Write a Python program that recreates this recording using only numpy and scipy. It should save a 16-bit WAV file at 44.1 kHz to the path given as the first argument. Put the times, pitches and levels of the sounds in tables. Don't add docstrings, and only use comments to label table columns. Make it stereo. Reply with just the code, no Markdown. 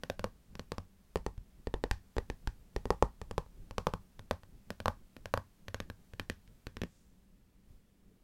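import sys
import numpy as np
from scipy import signal
from scipy.fft import rfft, irfft
from scipy.io import wavfile
from scipy.ndimage import map_coordinates

SR = 44100
rng = np.random.default_rng(int(sys.argv[2]) if len(sys.argv) > 2 else 0)


def unload_wav(signal):
    wavfile.write(
        sys.argv[1],
        SR,
        np.round(np.clip(np.atleast_2d(signal).T, -1, 1) * 32767).astype(np.int16),
    )


N = 362943
SIZE = 8192
HZ = np.maximum(np.arange(SIZE // 2 + 1) * SR / SIZE, 1)
TOP_HZ = 15900
AIR_DB, AIR_SIDE_DB = -77 + 10, -77
HUM_HZ, HUM_DB = 190, -75.5
BOARD_WIDTH_HZ = 239
FAST_ROCKING_HZ, SLOW_T60_S, FAST_T60_S = 89, 0.069, 0.085
MIRROR_PER_KNOCK, MIRROR_PER_CLICK, TICK_PER_KNOCK = 0.29, 0.73, 0.14
MIRROR_HZ_PER_DB, NAIL_HZ_PER_DB = -5, 39


def undb(db):
    return 10 ** (np.asarray(db) / 20)


def unit(x):
    return x / np.sqrt(np.mean(x ** 2))


def curve(rows):
    return undb(np.interp(np.arange(N) / SR, *np.transpose(rows)))


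def colour(points, hz):
    at, db = np.transpose(points)
    return undb(np.interp(np.log(np.maximum(hz, 1)), np.log(at), db))


def noise(points):
    white = rfft(rng.standard_normal(N))
    hz = np.arange(N // 2 + 1) * SR / N
    return unit(irfft(white * colour(points, hz), N))


def wander(axis, step):
    return map_coordinates(rng.standard_normal(1024), [axis / step], order=3, mode="wrap")


def background():
    # (frequency [Hz], relative level per Hz [dB])
    air = [(20, -8.5), (55, 0), (85, -8.5), (150, -14), (190, -3), (240, -12), (330, -18), (500, -22),
           (900, -31), (2000, -32), (6000, -39), (16000, -39.5)]
    t = np.arange(N) / SR
    phase = 2 * np.pi * HUM_HZ * t + 1.0 * wander(t, 0.04)
    hum = np.sin(phase) * undb(4.1 * wander(t, 0.15))
    return noise(air) * undb(AIR_DB) + unit(hum) * undb(HUM_DB)


def sleeve():
    # (time [s], level [dB])
    movement = [(0, 3), (1, 1), (3, 3.5), (4.5, 2.5), (6.6, 1.5), (6.95, -4), (7.2, -4), (7.6, -8.5),
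                (7.72, 1.5), (7.85, -8), (8.15, -6.5)]
    # (time [s], level [dB])
    swish = [(6.75, -100), (6.87, -79), (6.96, -74.5), (7.06, -81), (7.3, -99)]
    # (time [s], level [dB])
    settling = [(7.7, -100), (8.0, -81), (8.15, -67.5), (8.25, -92)]
    t = np.arange(N) / SR
    rumble = noise([(15, -2.5), (32, 0.0), (70, -12.0), (150, -13.5), (400, -27.5), (2000, -63.5),
                    (16000, -81.5)])
    rustle = noise([(100, 0.5), (700, 5.5), (2000, -2.0), (6000, -4.5), (16000, -7.5)])
    slide = noise([(1000, -17.0), (4500, -8), (7500, -3), (10000, -12.5), (16000, -23)])
    brush = noise([(40, 2.5), (90, -5.0), (180, 2.5), (400, 2.5), (700, -18.5), (3000, -33.5), (16000, -50)])
    moving = rumble * undb(-63.0 + 4.5 * wander(t, 0.066))
    moving += rustle * undb(-77.0 + 0.61 * wander(t, 0.18))
    return moving * curve(movement) + slide * curve(swish) + brush * curve(settling)


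def lid_at(s, table):
    # (time [s], place on the lid [0 near edge to 1 far edge])
    reach = [(0, 0.87), (.25, 0.67), (.7, 0.62), (1.2, .33), (1.8, 0.084), (2.45, 0.039), (2.9, 0.3),
             (3.35, 0.43), (3.85, 0.57), (4.3, .7), (5.35, 0.76), (5.72, 0.85), (5.9, 0.86), (6.8, 0.94)]
    place = np.interp(s, *np.transpose(reach))
    places, *columns = np.transpose(table)
    return [np.interp(place, places, column) for column in columns]


def rocking(slow_hz, fast_db, detune=0.035):
    t = np.arange(SIZE) / SR
    modes = [(slow_hz, SLOW_T60_S, 0), (FAST_ROCKING_HZ, FAST_T60_S, fast_db)]
    swing = np.zeros(SIZE)
    for (hz, t60, db), shift in zip(modes, rng.standard_normal(2)):
        decay = undb(db - 60 * t / t60)
        swing += decay * np.sin(2 * np.pi * hz * (1 + detune * shift) * t)
    onset = 1 - np.exp(-t / 0.002)
    return unit(swing * onset) / np.sqrt(SIZE)


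def resonances(modes, detune, scatter_db):
    power = 0
    for (hz, width, db), (shift, luck) in zip(modes, rng.standard_normal((len(modes), 2))):
        centre = hz * (1 + detune * shift)
        off = (HZ / centre - centre / HZ) * centre / width
        gain = undb(db + scatter_db * luck) / (1 + off ** 2) ** 1.13
        power = power + gain ** 2
    return np.sqrt(power)


def favour(hz, width_hz, rest_db):
    return undb(rest_db) + 1 / (1 + ((HZ - hz) / width_hz) ** 2)


def strike(gain):
    cepstrum = irfft(np.log(gain + 1e-4 * gain.max()))
    cepstrum[1:SIZE // 2] *= 2
    cepstrum[SIZE // 2 + 1:] = 0
    return irfft(np.exp(rfft(cepstrum)))


def tap(s, strength_db, rocking_db, flex_db, knock_db, click_db):
    # (place [0-1], slow rocking [Hz], flex [Hz], board [Hz],
    # knock [Hz], mirror [Hz], nail [Hz])
    lid_pitch = [(0, 47.16, 333.7, 455, 870, 1663, 4100), (.3, 52, 184.3, 435.5, 914, 1874, 4750),
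                 (.55, 46.4, 188.2, 486, 1045, 1530, 4400), (.8, 37, 224.4, 567, 1046, 1580, 4400),
                 (1, 63, 238, 360, 1150, 1720, 3300)]
    # (place [0-1], fast rocking [dB], mirror [dB], tick [dB], top octave [dB])
    lid_level = [(0, -13.5, 2, -15.5, -4), (.3, -7.5, -2, -7.5, -7.5), (.55, -3, -5.5, -12, -3),
                 (.8, 8, 3.5, -10, 5), (1, -5, 0.5, -18.5, 2)]
    # (frequency [Hz], width [Hz], relative level [dB])
    flex_modes = [(158.5, 84, 0), (240.3, 64, -3.5), (367.5, 170, -6)]
    knock_modes = [(825, 200, 2.5), (1098, 450, 0), (1330, 220, -2)]
    mirror_modes = [(1487, 440, 0.0092), (1852, 320, 0)]
    # (frequency [Hz], relative level [dB])
    click_colour = [(1300, -20.5), (2100, 4), (2500, 6), (4000, -3.5), (5800, -3), (7500, -12),
                    (12000, -31.5)]
    tick_colour = [(4500, -18), (7200, 2), (9500, 0), (12500, -0.5), (16000, -13)]

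    slow_hz, flex_hz, board_hz, knock_hz, mirror_hz, nail_hz = lid_at(s, lid_pitch)
    fast_db, mirror_db, tick_db, top_db = lid_at(s, lid_level)
    mirror_hz += MIRROR_HZ_PER_DB * knock_db
    nail_hz += NAIL_HZ_PER_DB * knock_db
    mirror_db += MIRROR_PER_KNOCK * knock_db + MIRROR_PER_CLICK * click_db
    tick_db += click_db + TICK_PER_KNOCK * knock_db

    flex = resonances(flex_modes, detune=0.072, scatter_db=2.5) * favour(flex_hz, 60, -7.5)
    board = resonances([(board_hz, BOARD_WIDTH_HZ, 0)], detune=0.012, scatter_db=0)
    knock = resonances(knock_modes, detune=0.02, scatter_db=0.0) * favour(knock_hz, 230, -13.5)
    knock /= np.hypot(1, (HZ / 1400) ** 10)
    mirror = resonances(mirror_modes, detune=0.012, scatter_db=2.5) * favour(mirror_hz, 190, -12.5)
    nail = colour(click_colour, HZ) * favour(nail_hz, 890, 1.8)
    tick = colour(tick_colour, HZ) * colour([(8500, 0), (12000, top_db)], HZ)

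    parts = [(flex, flex_db), (board, 0), (knock, knock_db),
             (mirror, mirror_db), (nail, click_db), (tick, tick_db)]
    power = sum((unit(gain) * undb(db)) ** 2 for gain, db in parts)
    click = strike(np.sqrt(power))
    blow = undb(rocking_db) * rocking(slow_hz, fast_db) - click
    return undb(strength_db) * blow * np.sqrt(SR / 100)


def chatter(click, db=-10, t60=0.016, low_hz=1400):
    t = np.arange(SIZE) / SR
    envelope = undb(-60 * t / t60) * (1 - np.exp(-t / 0.00038))
    contacts = rng.standard_normal(SIZE) ** 3 * envelope
    contacts = signal.sosfilt(signal.butter(2, low_hz, "high", fs=SR, output="sos"), contacts)
    rough = signal.fftconvolve(click, unit(contacts))[:SIZE] / np.sqrt(SIZE)
    return click + undb(db) * rough


def beam(x, ripple_db=2.5):
    upper = np.clip(HZ / 1500 - 1, 0, 1)
    ripple = ripple_db * (wander(HZ, 250) + wander(HZ, 609)) * upper
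    return signal.fftconvolve(x, strike(undb(ripple)))[:SIZE]


def room(x, build_s=0.012):
    # (delay [s], level [dB])
    echoes = [(0.0126, -33), (.0180, -32), (0.022, -29)]
    # (frequency [Hz], level [dB], decay by 60 dB before the build-up [s])
    room_bands = [(100.2, -8.5, 0.23), (397, -11, 0.077), (930, -13, 0.16), (1750, -15.5, 0.19),
                  (2673, -17, 0.18), (5900, -14.5, 0.21), (13000, -11.5, 0.16)]
    t = np.arange(SIZE) / SR
    hiss = rfft(rng.standard_normal(SIZE))
    centres = np.log([row[0] for row in room_bands])
    build = 1.2 + 1 / (1 + np.exp(np.minimum((build_s - t) / 0.0035, 20)))
    response = np.zeros(SIZE)
    for (hz, db, t60), own in zip(room_bands, np.eye(len(room_bands))):
        band = irfft(hiss * np.interp(np.log(HZ), centres, own))
        response += undb(db) * band * unit(build * undb(-60 * t / t60)) / np.sqrt(SIZE)
    for (delay, db), shift in zip(echoes, rng.standard_normal(len(echoes))):
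        response[int(delay * (1 + 0.015 * shift) * SR)] += undb(db)
    return signal.fftconvolve(x, response)[:len(x)]


def fingers():
    # (time [s], strength [dB]; then relative to it: rocking of the lid [dB], flexing [dB],
    # knock of a square hit [dB], click of the nail [dB])
    taps = [(0.0355, -44, -3.5, 1.0, -6.5, -4.5), (0.0998, -34.5, -5, -5, -14.5, -11),
            (0.1944, -44, 2.5, -1.5, -5.5, -6.0), (0.2427, -33.5, -2.5, -4.5, -4.5, -13.0),
            (0.554, -58, 11, 8.5, 0.5, 1.5), (0.595, -46, 3.0, 2.0, -4.5, -5.5),
            (0.7196, -40.5, 0, 1.5, -3.5, -7.5), (0.7825, -45, 8.5, 1.5, 0, -7),
            (1.158, -30.5, -1, -5.5, -7.5, -16.5), (1.1719, -47.5, -3, -5, -7, -10),
            (1.2644, -36, 1, -3, -3.5, -15), (1.379, -73.5, 37.5, 4, 4, 3),
            (1.6714, -38, 5, -1.5, -10.5, -17), (1.7406, -36.0, 5.5, -2, -5.5, -16),
            (1.839, -32.0, -2.5, -4.5, -7.5, -15), (1.9122, -45.5, 19.5, 1.5, 7.0, 6.5),
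            (2.1669, -38.5, 6.5, -0.5, -8.5, -17), (2.1829, -34, 3.5, -4.5, -5.5, -13.5),
            (2.3006, -42.0, 9, 2, -4.5, -8), (2.474, -55, 27.5, 10.5, 10.0, 8),
            (2.7632, -35.0, 3.5, -7, -9, -13.0), (2.8555, -38.5, 5, -3, -5.5, -15.5),
            (2.905, -26, -3.5, -9.5, -2.5, -18.5), (3.0252, -21.5, -4.5, -8, -4, -21.5),
            (3.2158, -47, 9, -2.0, -2, -9), (3.3116, -44.0, 6, -0.5, -3, -10.0),
            (3.3803, -32.5, 1, -5.5, -1.5, -13.5), (3.463, -64.5, 17.0, -8.5, -2, -15.5),
            (3.71, -51, 9, 0, -1.5, -5), (3.7821, -35.5, 2.5, -2.5, -0.5, -7.5),
            (3.8694, -29.5, -3.5, -4, -1, -13), (3.9375, -41, 6, 1, 3.0, -9),
            (4.1939, -56, 11.5, 1, -1, -2), (4.311, -30.0, -4.5, -6.0, -5.5, -12.5),
            (4.4341, -64.5, 10, -5, 3, -4), (4.7046, -42.5, -2.5, 2.5, -6, -5),
            (4.8027, -45.5, 3, 0, -7.5, -5.5), (4.8582, -33.5, -0.5, -6.5, 1.5, -11),
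            (4.8815, -32.5, -0.5, -3, 2.5, -11.5), (5.1664, -56.0, 1.5, 6, -6.5, -3.5),
            (5.2575, -44.5, 0.5, -7.5, -7, -6), (5.3394, -30, -3, -10, -1.5, -12),
            (5.3754, -39, 3, -6.5, 2.0, -11), (5.6831, -50, 7.5, -3.0, -4, -2),
            (5.7447, -41.5, 4, -5, -5.5, -4), (5.8026, -44, 4.5, 1, -4.5, -2.5),
            (5.9004, -50, 8.5, 3, -3.5, -5.0), (6.1358, -56, 11, -2.0, -9.5, -3.5),
            (6.1973, -44.5, 5.5, 2, -1.5, -0.5), (6.299, -42, 4.5, 2.5, -8.5, 0.5),
            (6.477, -86, 34, -4.0, -4, 16), (6.669, -48.5, 11, 1.5, -6, -2.5),
            (6.769, -52, 9, 5.5, -2, 0.5), (6.8174, -41.5, 6.5, 2, -15, -4.0),
            (6.8355, -38.5, -3, -0.5, -14.5, -11.5)]
    out = np.zeros(N + SIZE)
    for s, *blow in taps:
        start = int(s * SR)
        sound = tap(s, *blow)
        out[start:start + SIZE] += beam(chatter(sound)) + room(sound)
    return out[:N]


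def scene():
    # (frequency [Hz], relative level per Hz [dB])
    air_side = [(20, -21.5), (60, -13), (150, -17), (380, -15.5), (825, -25), (3300, -36.5), (8000, -51.5),
                (16000, -62.5)]
    mid = background() + sleeve() + fingers()
    side = noise(air_side) * undb(AIR_SIDE_DB)
    return np.array([mid + side, mid - side])


def record(dry):
    return signal.sosfilt(signal.ellip(8, 0.2, 70, TOP_HZ, fs=SR, output="sos"), dry)


dry = scene()
out = record(dry)
unload_wav(out)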